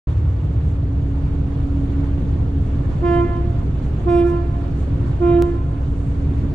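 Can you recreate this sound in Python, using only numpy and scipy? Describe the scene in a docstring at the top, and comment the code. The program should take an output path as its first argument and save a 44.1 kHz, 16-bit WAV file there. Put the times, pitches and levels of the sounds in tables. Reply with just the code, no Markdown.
"""Diesels throb under churned water and a surge of low rumble as a ferry backs off a pier.
Small splashes hiss near the piles. The air horn gives three short blasts: its diaphragm starts sharp
and settles, and sheds and hulls throw the sound back. A high rasp rides on the first two blasts,
with a brief burst as the second ends; one sharp click falls at the end of the third."""
import sys
import numpy as np
from scipy import signal
from scipy.io import wavfile

SR = 44100
rng = np.random.default_rng(int(sys.argv[2]) if len(sys.argv) > 2 else 0)


def persist_wave(psi):
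    """Save psi, clipped to +-1, as 16-bit WAV."""
    counts = np.round(np.clip(psi, -1, 1) * 32767).astype(np.int16)
    wavfile.write(sys.argv[1], SR, np.atleast_2d(counts).T)


N = 288414


def from_db(db):
    """Decibels to gain."""
    return 10 ** (np.asarray(db) / 20)


def unit_rms(x):
    """Scale to unit power."""
    return x / np.sqrt(np.mean(x ** 2) + 1e-20)


def read(rows, at):
    """Interpolate each table column against the first."""
    first, *columns = np.transpose(rows)
    return [np.interp(at, first, c) for c in columns]


def at_hz(rows, hz):
    """Interpolate a table on a log-frequency axis."""
    freqs_hz, values = np.transpose(rows)
    return np.interp(np.log(hz), np.log(freqs_hz), values)


def band(x, low_hz, high_hz, order=2):
    """Butterworth band-pass."""
    return signal.sosfilt(signal.butter(order, [low_hz, high_hz], "band", fs=SR, output="sos"), x)


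def drift(rate_hz, size=N):
    """Smooth random wander, rms about 1."""
    hop, warmup = 100, 2000
    pole = np.exp(-2 * np.pi * rate_hz * hop / SR)
    white = rng.standard_normal(N // hop + warmup + 2)
    slow = signal.lfilter([1], [1, -2 * pole, pole * pole], white)[warmup:]
    return np.interp(np.arange(size) / hop, np.arange(len(slow)), unit_rms(slow))


def pan(lean_db):
    """Left and right gains for a level difference."""
    return from_db(np.array([[.5], [-.5]]) * lean_db)


def add(track, sound, start_s):
    """Mix a stereo sound into a track."""
    i = round(start_s * SR)
    track[:, i:i + sound.shape[1]] += sound[:, :N - i]


# (frequency [Hz], left minus right [dB])
LEAN_DB = [(60, 0), (110, -0.5), (200, -2.5), (380, -2.5), (700, -7.5), (1290, -2), (2380, -2.5),
           (4400, -5), (8120, 0.5), (15000, -3)]
# (frequency [Hz], left-right correlation [-])
CORRELATION = [(60, 0.82), (130, 1), (290, 1), (640, 0.066), (1410, 0.02), (3100, 0.31), (6820, 0.02),
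               (15000, 0.21)]


def open_air_noise(spectrum, flicker_db, flicker_hz):
    """Stereo noise in third octaves, each with its own flicker, lean and correlation; rms 1."""
    edges_hz = 18 * 2 ** (np.arange(30) / 3)
    shared_drift = drift(2.7)
    white = rng.standard_normal((2, 2, N))
    out = 0
    for k, (low_hz, high_hz) in enumerate(zip(edges_hz, edges_hz[1:])):
        hz = np.sqrt(low_hz * high_hz)
        if spectrum[0][0] < hz < spectrum[-1][0]:
            mid, side = band(white[k % 2], low_hz, high_hz)
            alike = at_hz(CORRELATION, hz)
            stereo = np.sqrt(1 + alike) * mid + np.sqrt(1 - alike) * side * [[1], [-1]]
            level_db = at_hz(spectrum, hz) + flicker_db * (.5 * shared_drift + drift(flicker_hz))
            out += from_db(level_db) * pan(at_hz(LEAN_DB, hz)) * stereo
    return unit_rms(out)


# Water levels before trim: (time [s], rumble [dB], wash [dB])
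CHURN_DB = [(.1, -30.5, -40.5), (.4, -25, -41.5), (1.7, -21, -39.5), (2.6, -22, -40), (3.9, -21, -38.5),
            (4.3, -26.5, -40.5), (5, -22, -39), (5.6, -25, -41.5), (6.5, -23, -39.5)]
# Water spectra: (frequency [Hz], relative density [dB])
RUMBLE_SPECTRUM = [(18, -16.5), (30, -4.5), (50, -6.5), (70, -1.5), (90, -1.5), (115, 3), (145, -0.6),
                   (180, -9), (230, -5.5), (290, -17), (360, -11.5), (450, -23.5), (800, -57)]
WASH_SPECTRUM = [(230, -31), (320, -13.5), (440, -22), (560, -19), (750, -27), (1150, -28), (1600, -34.5),
                 (2300, -39.5), (2900, -41.5), (4000, -46.5), (5000, -55), (7600, -51), (9500, -68.5),
                 (11500, -82), (14000, -93.5)]


def churned_water(t, rumble_trim_db=-3.0, wash_trim_db=2.0):
    """Churned water: a low rumble under a brighter wash, both flickering."""
    rumble_db, wash_db = read(CHURN_DB, t)
    rumble = open_air_noise(RUMBLE_SPECTRUM, flicker_db=1.92, flicker_hz=32)
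    wash = open_air_noise(WASH_SPECTRUM, flicker_db=1.46, flicker_hz=30)
    return from_db(rumble_db + rumble_trim_db) * rumble + from_db(wash_db + wash_trim_db) * wash


def surge(t, level_db=-20.5, hold_s=0.19, fade_s=0.98):
    """Low rumble, strong at first, then dying away."""
    envelope = np.clip(1 - (t - hold_s) / fade_s, 0, 1)
    rumble = band(rng.standard_normal(N), low_hz=76, high_hz=114, order=3)
    return from_db(level_db) * envelope * unit_rms(rumble)


# Steady engine lines: (order of the four-stroke cycle [-], level [dB])
ENGINE_LINES = [(7, -43), (9, -42), (10, -44.5), (11, -28.5), (12, -43), (13, -25), (14, -35), (15, -38),
                (20, -32), (21, -34), (22, -37), (23, -41.5), (24, -36.5), (27, -42.5), (28, -40),
                (29, -32.5), (30, -41.5), (32, -43.5), (89, -54), (96, -58)]
# Exhaust drone and machinery hum before trim: (time [s], level [dB])
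DRONE_DB = [(0.2, -24), (0.8, -26.5), (1.3, -27), (2.6, -25), (3.4, -41.5), (4.2, -33), (5, -29),
            (5.5, -35.5), (6.3, -25)]
HUM_DB = [(0.2, -42.5), (0.7, -34.5), (1.9, -28), (3.1, -36.5), (4.25, -39), (4.8, -33), (5.6, -33.5),
          (6.3, -31)]


def diesels(t, cycle_hz=5.142, load_start_s=0.32, load_rise_s=0.78, drone_trim_db=1.0, hum_trim_db=-0.85):
    """Wavering orders of the four-stroke cycle; speed hunts, and the throb builds with load."""
    cycles = cycle_hz * np.cumsum(1 + 0.0013 * drift(1.0)) / SR
    steady = [(order, db + 0.86 * drift(3.1)) for order, db in ENGINE_LINES]
    load = np.clip((t - load_start_s) / load_rise_s, .03, 1)
    throb = (5, -30.5 + 20 * np.log10(load))
    drone = (16, read(DRONE_DB, t)[0] + drone_trim_db)
    hum = (54, read(HUM_DB, t)[0] + hum_trim_db + 2.0 * drift(8.3))
    out = 0
    for order, level_db in steady + [throb, drone, hum]:
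        phase_cycles = order * cycles + rng.random() + 0.069 * drift(2.23)
        line = np.sqrt(2) * np.sin(2 * np.pi * phase_cycles)
        out += pan(at_hz(LEAN_DB, order * cycle_hz)) * from_db(level_db) * line
    return out


def hisses(t, events, low_hz, high_hz, grain_db, order):
    """Gaussian swells of grainy band noise."""
    envelope = sum(from_db(db) * np.exp(-.5 * ((t - at_s) / sigma_s) ** 2)
                   for at_s, db, sigma_s in events)
    grainy = rng.standard_normal((2, N)) * from_db(grain_db * drift(150))
    return envelope * unit_rms(band(grainy, low_hz, high_hz, order))


# (time [s], level [dB], Gaussian sigma [s])
SPLASH_EVENTS = [(0.686, -66, 0.042), (2.65, -68, 0.035), (3.85, -67, 0.038), (4.807, -62, 0.031),
                 (5.083, -64, 0.018), (5.46, -65.5, 0.061), (6.055, -65, 0.13)]


def splashes(t):
    """Small, bright splashes near the piles."""
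    return hisses(t, SPLASH_EVENTS, low_hz=5500, high_hz=8950, grain_db=1.5, order=4)


# (time [s], level [dB], Gaussian sigma [s])
RASP_EVENTS = [(3.17, -69.5, .08), (4.16, -68.5, .06), (4.289, -58, .028)]


def horn_rasp(t):
    """High, hissy rasp of the horn as it sounds and cuts off."""
    return hisses(t, RASP_EVENTS, low_hz=4500, high_hz=10000, grain_db=1.0, order=2)


def click(t, at_s=5.4233, peak_db=-11.5, decay_s=0.00053):
    """A sudden step that falls straight back."""
    return from_db(peak_db) * (t >= at_s) * np.exp(-np.abs(t - at_s) / decay_s)


def scatter(x, t60_s=1.5, gap_s=0.052):
    """Piles and railings smear the overtones into a tail."""
    t = np.arange(SR * 3 // 2) / SR
    tail = rng.standard_normal((2, len(t))) * from_db(-60 * t / t60_s) * (t > gap_s)
    tail /= np.sqrt(np.sum(tail ** 2, axis=1, keepdims=True))
    return signal.fftconvolve(x, band(tail, low_hz=450, high_hz=3000, order=1), axes=1)[:, :N]


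# (harmonic [-], left minus right [dB], left phase lead [rad])
HORN_STEREO = [(1, -3.6, -.38), (2, -10.9, -.86), (3, -4.3, 2.1), (4, -4.4, 1.16), (5, -7, .8),
               (6, -6.3, 1.17), (7, -3.9, .94), (10, -2.8, .94), (13, -7, .55), (21, 0, .35)]


def blast(length_s, pitch_hz, sharp_hz, levels_db, settle_s=0.05, attack_s=0.02, release_s=0.04):
    """The diaphragm starts sharp and settles; its overtones come in last and die first."""
    t = np.arange(SR // 2) / SR
    glide_cycles = sharp_hz * settle_s * (1 - np.exp(-t / settle_s))
    waver_hz = 0.03 * drift(25, len(t))
    cycles = pitch_hz * t + glide_cycles + np.cumsum(waver_hz) / SR
    out = 0
    for k, base_db in enumerate(levels_db, 1):
        late_s, early_s, tilt_db = np.log(k) * np.array([0.01, 0.017, 0.4])
        rise = np.clip((t - late_s) / attack_s, 0, 1)
        fall = np.clip((length_s + release_s - early_s - t) / release_s, 0, 1)
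        # moving air makes each overtone waver, the high ones most
        shimmer_db = 1.4 * np.log(k) * drift(6.2, len(t))
        lean_db, lead_rad = read(HORN_STEREO, k)
        wave = np.sin(2 * np.pi * k * cycles + lead_rad * np.array([[.5], [-.5]]))
        out += from_db(base_db + tilt_db + shimmer_db) * unit_rms(pan(lean_db)) * rise * fall * wave
    return out


# (start [s], length [s], settled pitch [Hz], initial sharpness [Hz])
HORN_BLASTS = [(3.0124, .224, 344.2, 6.07), (4.0515, .197, 343.7, 8.4), (5.1936, .21, 343.9, 6.3)]
# Horn body and faint top buzz before tilt; the colour changes as the boat turns:
# (harmonic [-], blast 1 [dB], blast 2 [dB], blast 3 [dB])
BODY_DB = [(1.0, -17.6, -16.8, -17.6), (2.0, -27.9, -25.7, -28.7), (3.0, -28.1, -28.9, -29.7),
           (4.0, -39.3, -35.0, -37.2), (5.0, -39.1, -39.7, -46.0), (6.0, -44.1, -45.7, -48.4),
           (7.0, -48.7, -42.1, -49.6), (8.0, -51.5, -52.9, -58.0), (9.0, -48.7, -54.8, -57.5),
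           (10.0, -56.2, -54.3, -60.9), (11.0, -63.4, -57.1, -66.9)]
BUZZ_DB = [(12, -67.5, -66, -69), (13, -67, -62, -76), (15, -69.5, -64, -78.5), (17, -77.5, -75, -84),
           (21, -75.5, -76.5, -82.5), (24, -78, -71.5, -84.5), (27, -80.5, -79.5, -90.5),
           (32, -90, -86.5, -100)]
# Waterfront echoes, shifting as the boat moves: (delay [ms], gain before air loss [dB]) x 3 blasts
ECHO_PATHS = [(20.25, -6.3, 5.48, -7.6, 5.49, -6.1), (47.68, -14.8, 28.75, -14.7, 23.18, -6.5),
              (72.4, -9.3, 57.41, -11.3, 28.74, -14.4), (88.47, -12.6, 75.03, -10.3, 86.5, -8.7),
              (135.7, -8.7, 103.29, -10.7, 94.12, -11.6), (137.14, -6.8, 135.26, -14.3, 144.52, -6.2),
              (152.83, -11.8, 171.12, -6.2, 165.48, -12.3), (181.69, -10.3, 187.89, -15.3, 210.86, -11.1),
              (191.7, -8.7, 207.72, -21.3, 285.6, -16.8), (229.26, -14.6, 271.68, -15.3, 322.25, -22.6),
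              (281.11, -16.6, 349.45, -17.7, 392.54, -21.1), (375.66, -18.4, 351.32, -22.4, 423.48, -16.9),
              (414.77, -16.2, 452.71, -17.3, 442.66, -20.2)]


def horn(echo_cutoff_hz=4000, air_loss_db_per_s=4, scatter_db=-29):
    """Each blast arrives directly, then as duller echoes that beat against its gliding pitch."""
    out = np.zeros((2, N))
    colours_db = read(list(BODY_DB) + list(BUZZ_DB), np.arange(1, 33))
    paths = np.reshape(ECHO_PATHS, (-1, 3, 2))
    for i, (start_s, length_s, pitch_hz, sharp_hz) in enumerate(HORN_BLASTS):
        direct = blast(length_s, pitch_hz, sharp_hz, colours_db[i])
        add(out, direct, start_s)
        dulled = signal.filtfilt(*signal.butter(1, echo_cutoff_hz, fs=SR), direct)
        for delay_ms, echo_db in paths[:, i]:
            delay_s = delay_ms / 1000
            add(out, from_db(echo_db - air_loss_db_per_s * delay_s) * dulled, start_s + delay_s)
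    return out + from_db(scatter_db) * scatter(out)


def scene():
    """Water and engines, small sounds, then the horn on top."""
    t = np.arange(N) / SR
    boat = churned_water(t) + diesels(t) + surge(t)
    boat[1] = np.roll(boat[1], 2)  # reaches the right two samples later
    return boat + splashes(t) + horn_rasp(t) + click(t) + horn()


def record(dry, cutoff_hz=15800):
    """Abrupt onset and a steep low-pass."""
    onset = np.interp(np.arange(N) / SR, [.071, .074], [0, 1])
    return signal.sosfilt(signal.ellip(10, .1, 90, cutoff_hz, fs=SR, output="sos"), dry * onset)


dry = scene()
out = record(dry)
persist_wave(out)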